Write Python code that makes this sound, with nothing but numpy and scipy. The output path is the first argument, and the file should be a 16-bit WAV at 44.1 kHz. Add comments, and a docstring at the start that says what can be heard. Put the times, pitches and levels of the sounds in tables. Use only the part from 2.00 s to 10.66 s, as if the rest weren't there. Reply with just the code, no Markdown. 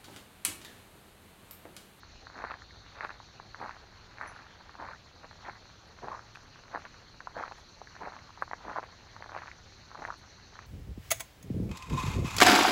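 """A gravel trail under trees, where a walker is heard through the closed housing of a small camera.
Each step grinds a crowd of small stones, each a damped resonator, and snaps a few larger ones.
The housing acts as a low-pass filter on the crunch. A metal tag on a leash tinks in its free modes.
Under it lies the air of the woods: a far rumble with two engine drones, a thin broad hiss
and flickering bands of high hiss near 4 and 6 kHz."""
import sys
import numpy as np
from scipy import signal
from scipy.fft import rfft, irfft, next_fast_len
from scipy.io import wavfile

SR = 44100
rng = np.random.default_rng(int(sys.argv[2]) if len(sys.argv) > 2 else 0)


def bounce(signal):
    """Save signal as a 16-bit WAV file at the path given by the first command-line argument."""
    frames = np.transpose(np.atleast_2d(signal))
    limited = np.clip(frames, -1, 1)
    pcm = np.round(limited * 32767).astype(np.int16)
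    wavfile.write(sys.argv[1], SR, pcm)


N = 381906

# wavering level of the low background noise: time_s, level_db
LOW_NOISE_LEVELS = [(0, -67), (.9, -67), (1.8, -71), (3.2, -65.5), (5.5, -73), (6.2, -62), (7.6, -64),
                    (8.66, -63)]
# two far engine drones: time_s, lower_hz, lower_db, upper_hz, upper_db
ENGINE_DRONES = [(0, 56, -63, 93.5, -66), (.7, 58, -62, 97, -64), (1, 57.3, -66, 106, -63.5),
                 (2.2, 74, -70, 106, -64.5), (2.8, 77.3, -65, 106, -66), (3.6, 70.4, -74, 107.7, -63.5),
                 (5.7, 56.5, -76, 115.7, -72.5), (6.5, 57.7, -66, 120.2, -63), (7.3, 57.96, -78, 97, -63),
                 (8.66, 60, -74, 93, -65)]
# spectrum of the air of the woods: frequency_hz, relative_density_db
AIR_SPECTRUM = [(12, -47), (20, -2.5), (53, -0.5), (100, -3), (160, -7), (300, -14), (600, -14.5),
                (1500, -14), (2200, -18), (3200, -20), (5000, -22.5), (7000, -29), (7800, -45.5),
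                (8600, -44.5), (15500, -47)]
# bands in which stirring leaves vary the hiss: edge_hz
LEAF_BAND_EDGES = [400, 900, 1600, 2300, 3000, 3700, 5000, 7500]
# three flickering bands of high hiss: centre_hz, width_hz
HISS_BANDS = [(3750, 350), (4240, 500), (6050, 750)]
# levels of those bands: time_s, low_band_db, middle_band_db, high_band_db
HISS_LEVELS = [(0, -71.5, -63, -69.5), (.55, -75, -61.5, -74.5), (.75, -65, -61.5, -70.5),
               (1.3, -70, -63, -73), (1.6, -88, -63.5, -73.5), (2.5, -77, -66, -74.5),
               (3.1, -75, -64.5, -74.5), (3.68, -75, -61.5, -71), (3.759, -81, -66, -71.5),
               (4.799, -86, -65, -70), (5.2, -87, -64, -70), (5.7, -86, -62, -67),
               (6.299, -84, -64.5, -71.5), (7.1, -78, -64, -70), (8.2, -76, -63.5, -67),
               (8.66, -76, -63.5, -66.5)]
# blows on the metal tag: start_s, level_db
TAG_STRIKES = [(2.2732, -57.5), (2.2873, -67), (2.261, -75), (2.353, -75), (3.868, -81), (4.7815, -81)]
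# free modes of the tag: pitch_hz, gain_db, t60_s
TAG_MODES = [(5900, 1, 0.094), (6090, 3.5, 0.12), (9930, -1, 0.063), (9992, 0, 0.12), (10160, -7, .06),
             (9400, -13, .04), (11650, -17, .04), (12400, -17, .03)]
# dry ticks close by: start_s, peak_db, rise_ms
DRY_TICKS = [(1.035, -85, 15), (1.6, -88, 15), (2.2114, -84, 6), (3.8681, -84, 9), (4.343, -77, 8),
             (4.4268, -82, 6), (4.7815, -87, 9), (5.3602, -89, 9), (5.565, -81, 20), (5.6825, -85, 8),
             (6.41, -76, 8.8), (6.8339, -85, 8), (8.0481, -81, 9), (8.1703, -75, 11)]
# footfalls, with rise and fall spanning 20 dB and the pitch given at mid hold:
# full_load_s, hold_s, grit_db, rise_s, fall_s, pitch_hz, heel_db
FOOTFALLS = [(0.364, 0.074, -47.5, 0.055, 0.11, 1230, -51.5), (1.025, 0.03, -43.5, 0.1, 0.032, 1260, -73),
             (1.606, 0.057, -44.5, 0.033, 0.14, 1190, -49.5), (2.227, 0.018, -43, 0.055, 0.13, 1360, -56),
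             (2.799, 0.11, -47, 0.025, 0.09, 1114, -52.5), (3.472, 0.0055, -45, 0.0804, 0.099, 1040, -55),
             (4.037, 0.11, -46, 0.032, 0.097, 810, -47), (4.747, .005, -41.5, 0.051, 0.076, 960, -52.5),
             (5.367, 0.059, -44, 0.03, 0.11, 950, -54), (6.019, 0.038, -44, 0.032, 0.1, 920, -48.5),
             (6.67, 0.066, -47.5, 0.13, 0.2, 970, -47.5), (7.345, 0.0071, -46, 0.036, 0.29, 1220, -60),
             (7.988, 0.046, -47, 0.071, 0.047, 1040, -54), (8.586, 0.025, -56.5, 0.051, 0.089, 1200, -78)]
# further bursts of grit: middle_s, grit_db, fade_s, pitch_hz
# (fade_s spans 20 dB on either side and counts as at least 0.02 s)
# The brief one at 6.425 s surrounds a loud snap; the others are scuffs of the sole or toe.
GRIT_BURSTS = [(.5, -47.5, 0.13, 1250), (1.107, -49.5, 0.08, 1300), (1.458, -55, -0.7, 870),
               (1.76, -59, 0.5, 1250), (2.315, -47, -0.04, 1490), (2.36, -53.5, 0.58, 1630),
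               (2.613, -80, 1, 940), (3.246, -50.5, 0.05, 965), (3.57, -49.5, -0.01, 1210),
               (3.991, -50, -0.48, 1100), (4.354, -64.5, 0.6, 1190), (4.857, -45, -0.22, 1220),
               (5.31, -54, -0.43, 1060), (5.585, -48, -0.14, 1430), (5.959, -48.5, -0.01, 1220),
               (6.164, -54, 0.23, 1130), (6.425, -42, 0, 1240), (6.777, -37.5, 0.0137, 1040),
               (6.84, -46.5, 0, 1160), (7.26, -58, 0.36, 1100), (7.48, -50, -0.14, 1450),
               (8.089, -46, 0.07, 1100)]
# larger stones and twigs snapping: time_s, body_db, pitch_hz, length_ms, edge_db
STONE_SNAPS = [(.034, -36.5, 1370, 1.1, -43), (0.27, -32, 1410, 1.04, -44), (0.301, -35.5, 1230, 0.56, -38),
               (0.356, -37, 1550, 1.4, -40), (0.4012, -34, 800, 0.71, -40), (0.39, -27, 1320, 0.39, -27),
               (0.422, -28, 1310, 0.36, -36), (0.4407, -19.5, 960, 0.67, -19),
               (0.4493, -23, 1300, 0.5, -38), (0.4724, -33, 1510, .88, -37), (.4865, -37, 1850, 1.2, -35),
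               (0.502, -29, 1180, 0.36, -31), (.51, -28, 1280, 2.4, -11), (0.5165, -23, 1220, 0.53, -7),
               (.541, -25.5, 1420, 0.62, -33), (0.6209, -35.5, 1610, 1, -35), (.709, -41.5, 1950, 1.6, -35),
               (0.8637, -37, 1450, 0.44, -35), (0.986, -39, 1280, 0.5, -14), (1.0088, -19, 1693, 0.52, -25),
               (1.022, -32, 1510, 0.81, -30), (1.0285, -33, 1300, 0.43, -35), (1.038, -27, 990, 0.55, -35),
               (1.0468, -27, 1500, 0.73, -9), (1.0575, -34, 1100, 0.77, -28), (1.069, -40, 1600, 0.93, -24),
               (1.0496, -21.5, 970, 0.91, -11), (1.094, -28.5, 1400, 1.1, -35),
               (1.1053, -27.5, 1350, 0.8, -11), (1.2025, -34.5, 1010, 1.2, -38), (1.4, -30, 980, 0.84, -34),
               (1.5466, -28, 1440, 0.91, -35), (1.591, -39, 850, 0.64, -35), (1.6152, -30, 900, 2.2, -32),
               (1.627, -24.5, 900, 0.72, -38), (1.645, -29, 1110, 0.75, -38), (1.683, -37, 1410, 1.3, -24),
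               (1.7472, -44, 1100, 0.86, -40), (1.6613, -27.5, 1050, 1.2, -41),
               (1.6943, -27, 1140, 1.35, -13), (1.7102, -31, 1660, 0.8, -15),
               (1.7675, -36.5, 1210, .97, -41), (2.185, -29, 1640, 0.51, -44),
               (2.213, -22, 1400, 0.89, -45), (2.2261, -29, 1540, 0.82, -36), (2.235, -29, 1590, 1.1, -39),
               (2.2555, -42, 1400, 0.77, -38), (2.3638, -36, 1400, 1.4, -38), (2.391, -38, 1510, 1.2, -36),
               (2.4678, -39.5, 1380, 0.89, -35), (2.611, -40, 1220, 0.91, -49),
               (2.6946, -34.5, 1310, .93, -40), (2.7538, -34, 1170, .92, -39),
               (2.8003, -36, 1400, 0.81, -40), (2.849, -33, 1200, 0.55, -40),
               (2.8254, -30.5, 960, 1.3, -38), (2.888, -34, 1140, 3, -42), (2.9169, -36, 1220, 0.73, -41),
               (2.9348, -34.5, 1450, 2.3, -37), (3.453, -37, 1910, 0.91, -35),
               (3.555, -41, 1900, 0.88, -35), (3.245, -31.5, 865, 0.36, -43), (3.312, -35, 1278, 0.69, -35),
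               (3.4884, -29, 694, 1.6, -39), (3.497, -25, 1530, 0.59, -36), (4.033, -38.5, 970, 4.6, -39.5),
               (4.0445, -25, 765, 0.69, -40), (4.074, -40, 900, 2, -32), (4.13, -33, 1200, 1.7, -35),
               (4.1755, -40, 1200, 1.7, -40), (4.0846, -23, 970, 0.76, -17),
               (4.1187, -32.5, 1110, 5.3, -18), (4.1488, -32, 1090, 3.2, -38),
               (4.1936, -33.5, 1240, 1.4, -38), (4.3517, -42, 1490, 0.79, -14),
               (4.357, -36, 1490, 1.2, -8.5), (4.3726, -35.5, 1230, 0.66, -35),
               (4.4605, -47, 1590, 1.1, -42), (4.559, -39, 1396, .9, -38), (4.637, -38, 1430, 0.48, -42),
               (4.821, -38, 1400, 0.6, -42), (4.5913, -40, 1300, .8, -41), (4.682, -39, 1660, 0.58, -38),
               (4.749, -20, 1050, 0.44, -36), (4.7592, -20.5, 1230, 0.85, -39),
               (4.775, -25.5, 1050, 0.75, -46), (4.853, -27.5, 1630, 0.33, -14),
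               (4.9436, -38.5, 1520, 0.75, -42), (5.2057, -29.5, 1470, 1, -42),
               (5.273, -24.5, 1090, 1.25, -44), (5.358, -37, 1500, 1.2, -40), (5.368, -32, 610, 4.7, -34),
               (5.3782, -26, 1000, 0.37, -36), (5.388, -35, 1700, 0.55, -35),
               (5.3985, -26.5, 1090, 0.86, -37), (5.4097, -26.5, 740, 0.87, -35),
               (5.429, -28, 1500, .45, -19), (5.438, -22.5, 1220, 1.8, -36), (5.455, -33, 1800, .5, -28),
               (5.4625, -32, 1300, 0.48, -35), (5.514, -33, 895, 1.7, -40), (5.48, -29, 1140, 0.67, -14),
               (5.5215, -28, 1050, 0.7, -13), (5.817, -30, 780, 1.15, -45), (5.8735, -36, 1800, 0.91, -34),
               (5.9654, -34.5, 1320, 0.79, -39), (6.015, -37, 935, 3.5, -38),
               (6.0524, -29, 1180, 0.89, -40), (6.0655, -34, 950, 1.5, -40), (6.0738, -28, 710, 1.8, -42),
               (6.0835, -30, 1060, 0.99, -40), (6.034, -26.5, 895, 0.4, -40), (6.1225, -35, 1210, 1.2, -40),
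               (6.138, -34, 1200, .9, -40), (6.19, -39.5, 2160, 0.86, -24), (6.306, -41, 1150, 1.3, -44),
               (6.376, -37, 1010, 1.23, -44), (6.166, -31, 1190, 0.96, -18),
               (6.2936, -42.5, 1040, 2.4, -44), (6.4236, -14, 1200, 0.84, -47),
               (6.4791, -34, 1060, 0.87, -36), (6.5134, -27.5, 910, 1.5, -34),
               (6.514, -33.5, 1890, 1.5, -34), (6.534, -18, 1160, 0.61, -38), (6.654, -34, 690, 1.5, -38),
               (6.662, -37, 650, 1.1, -44), (6.7017, -29, 1200, 0.89, -40), (6.756, -31, 1100, 1, -40),
               (6.795, -28, 1110, 0.97, -40), (6.6829, -27.5, 864, 0.99, -26),
               (6.6971, -24.5, 1020, 0.65, -14), (6.7145, -29.5, 940, 1.3, -41),
               (6.761, -22.5, 1020, 1.4, -38), (6.767, -23, 1150, 0.72, -41),
               (6.777, -25.5, 1080, 0.93, -40), (6.7862, -18.5, 785, 0.95, -34),
               (6.83, -28, 920, 0.45, -37), (6.836, -32, 990, 0.45, -16), (7.1652, -31, 1190, 0.84, -37),
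               (7.2074, -38, 674, 1.6, -36), (7.2246, -26, 1470, 0.54, -34), (7.243, -33, 1280, 0.79, -35),
               (7.2614, -32.5, 960, 0.78, -44), (7.292, -36, 1100, 0.83, -38),
               (7.2955, -31, 1220, 0.88, -34), (7.3198, -28.5, 1020, 0.38, -43),
               (7.33, -37, 1094, 0.91, -40), (7.3503, -29, 910, 1.7, -20), (7.3646, -23, 895, 1, -14),
               (7.377, -29, 1430, 0.61, -11), (7.388, -37, 1500, 0.83, -14),
               (7.4208, -29.5, 1325, 0.66, -20), (7.4356, -35, 1190, 2.3, -37),
               (7.473, -36, 1710, 0.77, -13), (7.481, -33, 1470, 0.63, -40), (7.46, -35, 1100, 0.69, -42),
               (7.487, -37.5, 1200, 1, -40), (7.5158, -31.5, 2100, 0.88, -39),
               (7.916, -33.5, 1230, 0.95, -39), (7.949, -33, 1096, 1.1, -46), (7.955, -31, 1140, 1.6, -41),
               (7.977, -35, 1600, .6, -30), (7.9985, -44, 900, 2, -44), (8.022, -29, 900, .8, -40),
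               (8.029, -33, 905, 1.3, -42), (8.0405, -32, 1300, 0.88, -40),
               (8.0516, -19.5, 1500, 0.61, -30), (8.077, -31, 1330, 0.49, -16),
               (8.0875, -27, 860, 1.4, -40), (8.1045, -22.5, 1270, 1.3, -38), (8.125, -33, 1220, 1.4, -37),
               (8.141, -34, 1300, 1, -40), (8.556, -38, 1410, 0.94, -40), (8.568, -40.5, 1300, 0.62, -40),
               (8.627, -41, 1700, 0.64, -36), (8.5911, -29, 1390, 0.64, -28)]


def amp(db):
    """Amplitude grows tenfold for every 20 dB."""
    return 10 ** (np.asarray(db) / 20)


def unit_rms(x):
    """Division by the rms value gives a signal unit power."""
    return x / np.sqrt(np.mean(x ** 2) + 1e-20)


def curves(rows):
    """Linear interpolation in time turns each later column into one value per sample."""
    times_s, *columns = np.transpose(rows)
    return [np.interp(np.arange(N) / SR, times_s, column) for column in columns]


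def drift(rate_hz):
    """Low-pass filtered noise fluctuates slowly, here with unit rms."""
    hop, run_in = 40, 2000
    pole = np.exp(-2 * np.pi * hop * rate_hz / SR)
    noise = rng.standard_normal(N // hop + run_in + 2)
    slow = signal.lfilter([1], [1, -2 * pole, pole * pole], noise)[run_in:]
    return np.interp(np.arange(N) / hop, np.arange(len(slow)), unit_rms(slow))


def ring(force, hz, t60_s):
    """A damped resonator answers a unit impulse with a sine decaying from height 1."""
    radius, angle = amp(-60 / (t60_s * SR)), 2 * np.pi * hz / SR
    return signal.lfilter([0, np.sin(angle)], [1, -2 * radius * np.cos(angle), radius ** 2], force + 1e-18)


def band(x, low_hz, high_hz, order=2):
    """A Butterworth band-pass attenuates what lies outside its two edges."""
    return signal.sosfilt(signal.butter(order, [low_hz, high_hz], "band", fs=SR, output="sos"), x)


def far_rumble(waver_hz=2.7):
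    """Random modulation broadens two gliding engine tones within a band of low noise."""
    level_db, = curves(LOW_NOISE_LEVELS)
    lower_hz, lower_db, upper_hz, upper_db = curves(ENGINE_DRONES)
    out = amp(level_db) * unit_rms(band(rng.standard_normal(N), 61, 103))
    for hz, db in ((lower_hz, lower_db), (upper_hz, upper_db)):
        phase = 2 * np.pi * np.cumsum(hz) / SR
        in_phase, quadrature = 1 + .35 * drift(waver_hz), .35 * drift(waver_hz)
        out += amp(db) * (in_phase * np.sin(phase) + quadrature * np.cos(phase))
    return out


def woodland_air(level_db, flutter_db):
    """Broadband noise, coloured by the housing, is modulated band by band as leaves stir."""
    size = next_fast_len(N)
    hz = np.maximum(np.arange(size // 2 + 1) * SR / size, 1)
    knots_hz, density_db = np.transpose(AIR_SPECTRUM)
    colour = amp(np.interp(np.log(hz), np.log(knots_hz), density_db))
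    spectrum = rfft(rng.standard_normal(size)) * colour
    out = irfft(spectrum, size)[:N]
    for low_hz, high_hz in zip(LEAF_BAND_EDGES, LEAF_BAND_EDGES[1:]):
        leaves = irfft(spectrum * (hz >= low_hz) * (hz < high_hz), size)[:N]
        out += leaves * (amp(flutter_db * drift(14)) - 1)
    return amp(level_db) * unit_rms(out)


def high_hiss():
    """Random amplitude modulation makes three bands of noise near 4 and 6 kHz flicker."""
    out = 0
    for level_db, (hz, width_hz) in zip(curves(HISS_LEVELS), HISS_BANDS):
        hiss = band(rng.standard_normal(N), hz - width_hz / 2, hz + width_hz / 2, order=1)
        hiss = band(hiss, hz - width_hz, hz + 0.79 * width_hz)
        out += amp(level_db + 1.73 * drift(22)) * unit_rms(hiss)
    return out


def leash_tag(contact_s=0.0015):
    """A struck metal tag rings in inharmonic modes, which build up over the contact time."""
    blows = np.zeros(N)
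    for start_s, db in TAG_STRIKES:
        blows[round(start_s * SR)] = amp(db)
    out = 0
    for hz, db, t60_s in TAG_MODES:
        # spread the blow in time while keeping the height of the ring
        force = 2 / (contact_s * SR) * ring(blows, hz, np.log(1000) * contact_s)
        out += amp(db) * ring(force, hz, t60_s)
    return out


def ground_and_housing(x, delay_s=0.001166, reflection_db=-19, cutoff_hz=2330):
    """Ground reflection adds a delayed copy; the housing transmits little above its cutoff."""
    reflection = amp(reflection_db) * np.interp(np.arange(N) - delay_s * SR, np.arange(N), x)
    return signal.sosfilt(signal.butter(5, cutoff_hz, fs=SR, output="sos"), x + reflection)


def pressing(t, db, rise_s, fall_s, hold_s=0):
    """Power grows exponentially up to t = 0, holds and decays; rise_s and fall_s each span 20 dB."""
    drop_db = 20 * np.maximum(-t / rise_s, (t - hold_s) / fall_s).clip(0, 5)
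    return amp(2 * (db - drop_db))


def gait(roll_octaves_per_s=4.5, roll_s=0.72, hop=32):
    """Incoherent powers add, giving grit level, power-weighted mean pitch and tread level."""
    t = np.arange(0, N + hop, hop) / SR
    power, heel_power = amp(2 * -76.5), amp(2 * -68.5)   # the ground settling between steps
    weighted_hz = power * 1300
    for load_s, hold_s, db, rise_s, fall_s, hz, heel_db in FOOTFALLS:
        age_s = t - load_s
        step = pressing(age_s, db, rise_s, fall_s, hold_s)
        # the pitch rises as the foot rolls from heel to toe
        rolled_hz = hz * 2 ** (roll_octaves_per_s * (age_s.clip(0, roll_s) - hold_s / 2))
        power += step
        weighted_hz += step * rolled_hz
        heel_power += pressing(age_s, heel_db, rise_s=0.021, fall_s=0.11)
    for middle_s, db, fade_s, hz in GRIT_BURSTS:
        fade_s = max(fade_s, .02)
        burst = pressing(t - middle_s, db, fade_s, fade_s)
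        power += burst
        weighted_hz += burst * hz
    return curves(np.transpose([t, 10 * np.log10(power), weighted_hz / power, 10 * np.log10(heel_power)]))


def rustle(grit_db):
    """Leakage past the housing admits faint treble from each step and from dry ticks close by."""
    t = np.arange(N) / SR
    envelope = amp(grit_db - 42.5)
    for start_s, db, rise_ms in DRY_TICKS:
        age = np.maximum(t - start_s, 0) * 1000 / rise_ms
        envelope += amp(db) * age * np.exp(1 - age)
    return envelope * unit_rms(band(rng.standard_normal(N), 7700, 12300))


def tread(level_db):
    """Ground settling under the foot's weight radiates dull, uneven low-frequency noise."""
    return amp(level_db + 0.92 * drift(30)) * unit_rms(band(rng.standard_normal(N), 134, 410))


def snaps(size=768):
    """A sudden release of stress gives a swing or two of the ground, a rattle and a sharp edge."""
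    body, clicks = np.zeros(N + 2 * size), np.zeros(N)
    t = np.arange(size) / SR
    for time_s, body_db, hz, length_ms, edge_db in STONE_SNAPS:
        rise_s = max(length_ms, .4) / 850
        envelope = (t / rise_s * np.exp(1 - t / rise_s)) ** 8
        swing = -envelope * np.cos(2 * np.pi * hz * (t - rise_s))
        impacts = amp(-29) * rng.standard_normal(size) * np.exp(-t / 0.0068) * (t > rise_s)
        impacts[0] = 1   # the break itself, ahead of its fragments
        start = round((time_s - rise_s - .0005) * SR)
        body[start:start + 2 * size - 1] += amp(body_db) * np.convolve(impacts, swing)
        clicks[round((time_s - .0006) * SR)] = amp(edge_db)
    edge = band(clicks, 2330, 2670, order=3) + amp(-12.5) * band(clicks, 3100, 4630, order=3)
    return ground_and_housing(band(body[:N], 273, 8000)) + edge


def grit(level_db, pitch_hz, slips_per_s, spread_db, cycles, width_octaves):
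    """Stones slip as a Poisson process; each rings a few cycles, most strongly near pitch_hz."""
    force = amp(spread_db * np.minimum(rng.exponential(1, N), 4)) * rng.choice([-1, 1], N)
    slips = rng.random(N) < slips_per_s / SR
    modes_hz = np.geomspace(425, 2460, 14)
    stone = rng.integers(0, len(modes_hz), N)
    pitch_ratio = modes_hz[stone] / pitch_hz
    weight = np.exp(-.5 * (np.log2(pitch_ratio) / width_octaves) ** 2)
    impacts = force * slips * weight * np.sqrt(pitch_ratio)   # offsets the shorter ring of small stones
    rings = 0
    for k, hz in enumerate(modes_hz):
        # a soft contact: two passes through the resonance let the ring build before it dies
        contact = ring(impacts * (stone == k), hz, cycles / hz)
        rings += hz / SR * ring(contact, hz, cycles / hz)
    crunch = ground_and_housing(band(rings, 543, 6700))
    return amp(level_db + 0.25 * drift(55)) * unit_rms(crunch)


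def scene():
    """The pressures of steps, tag and background superpose at one microphone."""
    grit_db, pitch_hz, tread_db = gait()
    stones = grit(grit_db, pitch_hz, slips_per_s=1250, spread_db=2.5, cycles=4.8, width_octaves=0.86)
    cracks = grit(grit_db - 13.5, pitch_hz, slips_per_s=110, spread_db=-0.5, cycles=2, width_octaves=0.85)
    loose_pebbles = grit(-68, 1420, slips_per_s=60, spread_db=1.5, cycles=1.7, width_octaves=0.32)
    steps = stones + cracks + loose_pebbles + tread(tread_db) + snaps() + rustle(grit_db)
    background = high_hiss() + woodland_air(level_db=-56.5, flutter_db=2.5) + far_rumble()
    return (background + leash_tag() + steps)[None]


def record(dry, cutoff_hz=15660):
    """A steep elliptic low-pass limits the bandwidth."""
    return signal.sosfilt(signal.ellip(14, .1, 40, cutoff_hz, fs=SR, output="sos"), dry)


dry = scene()
out = record(dry)
bounce(out)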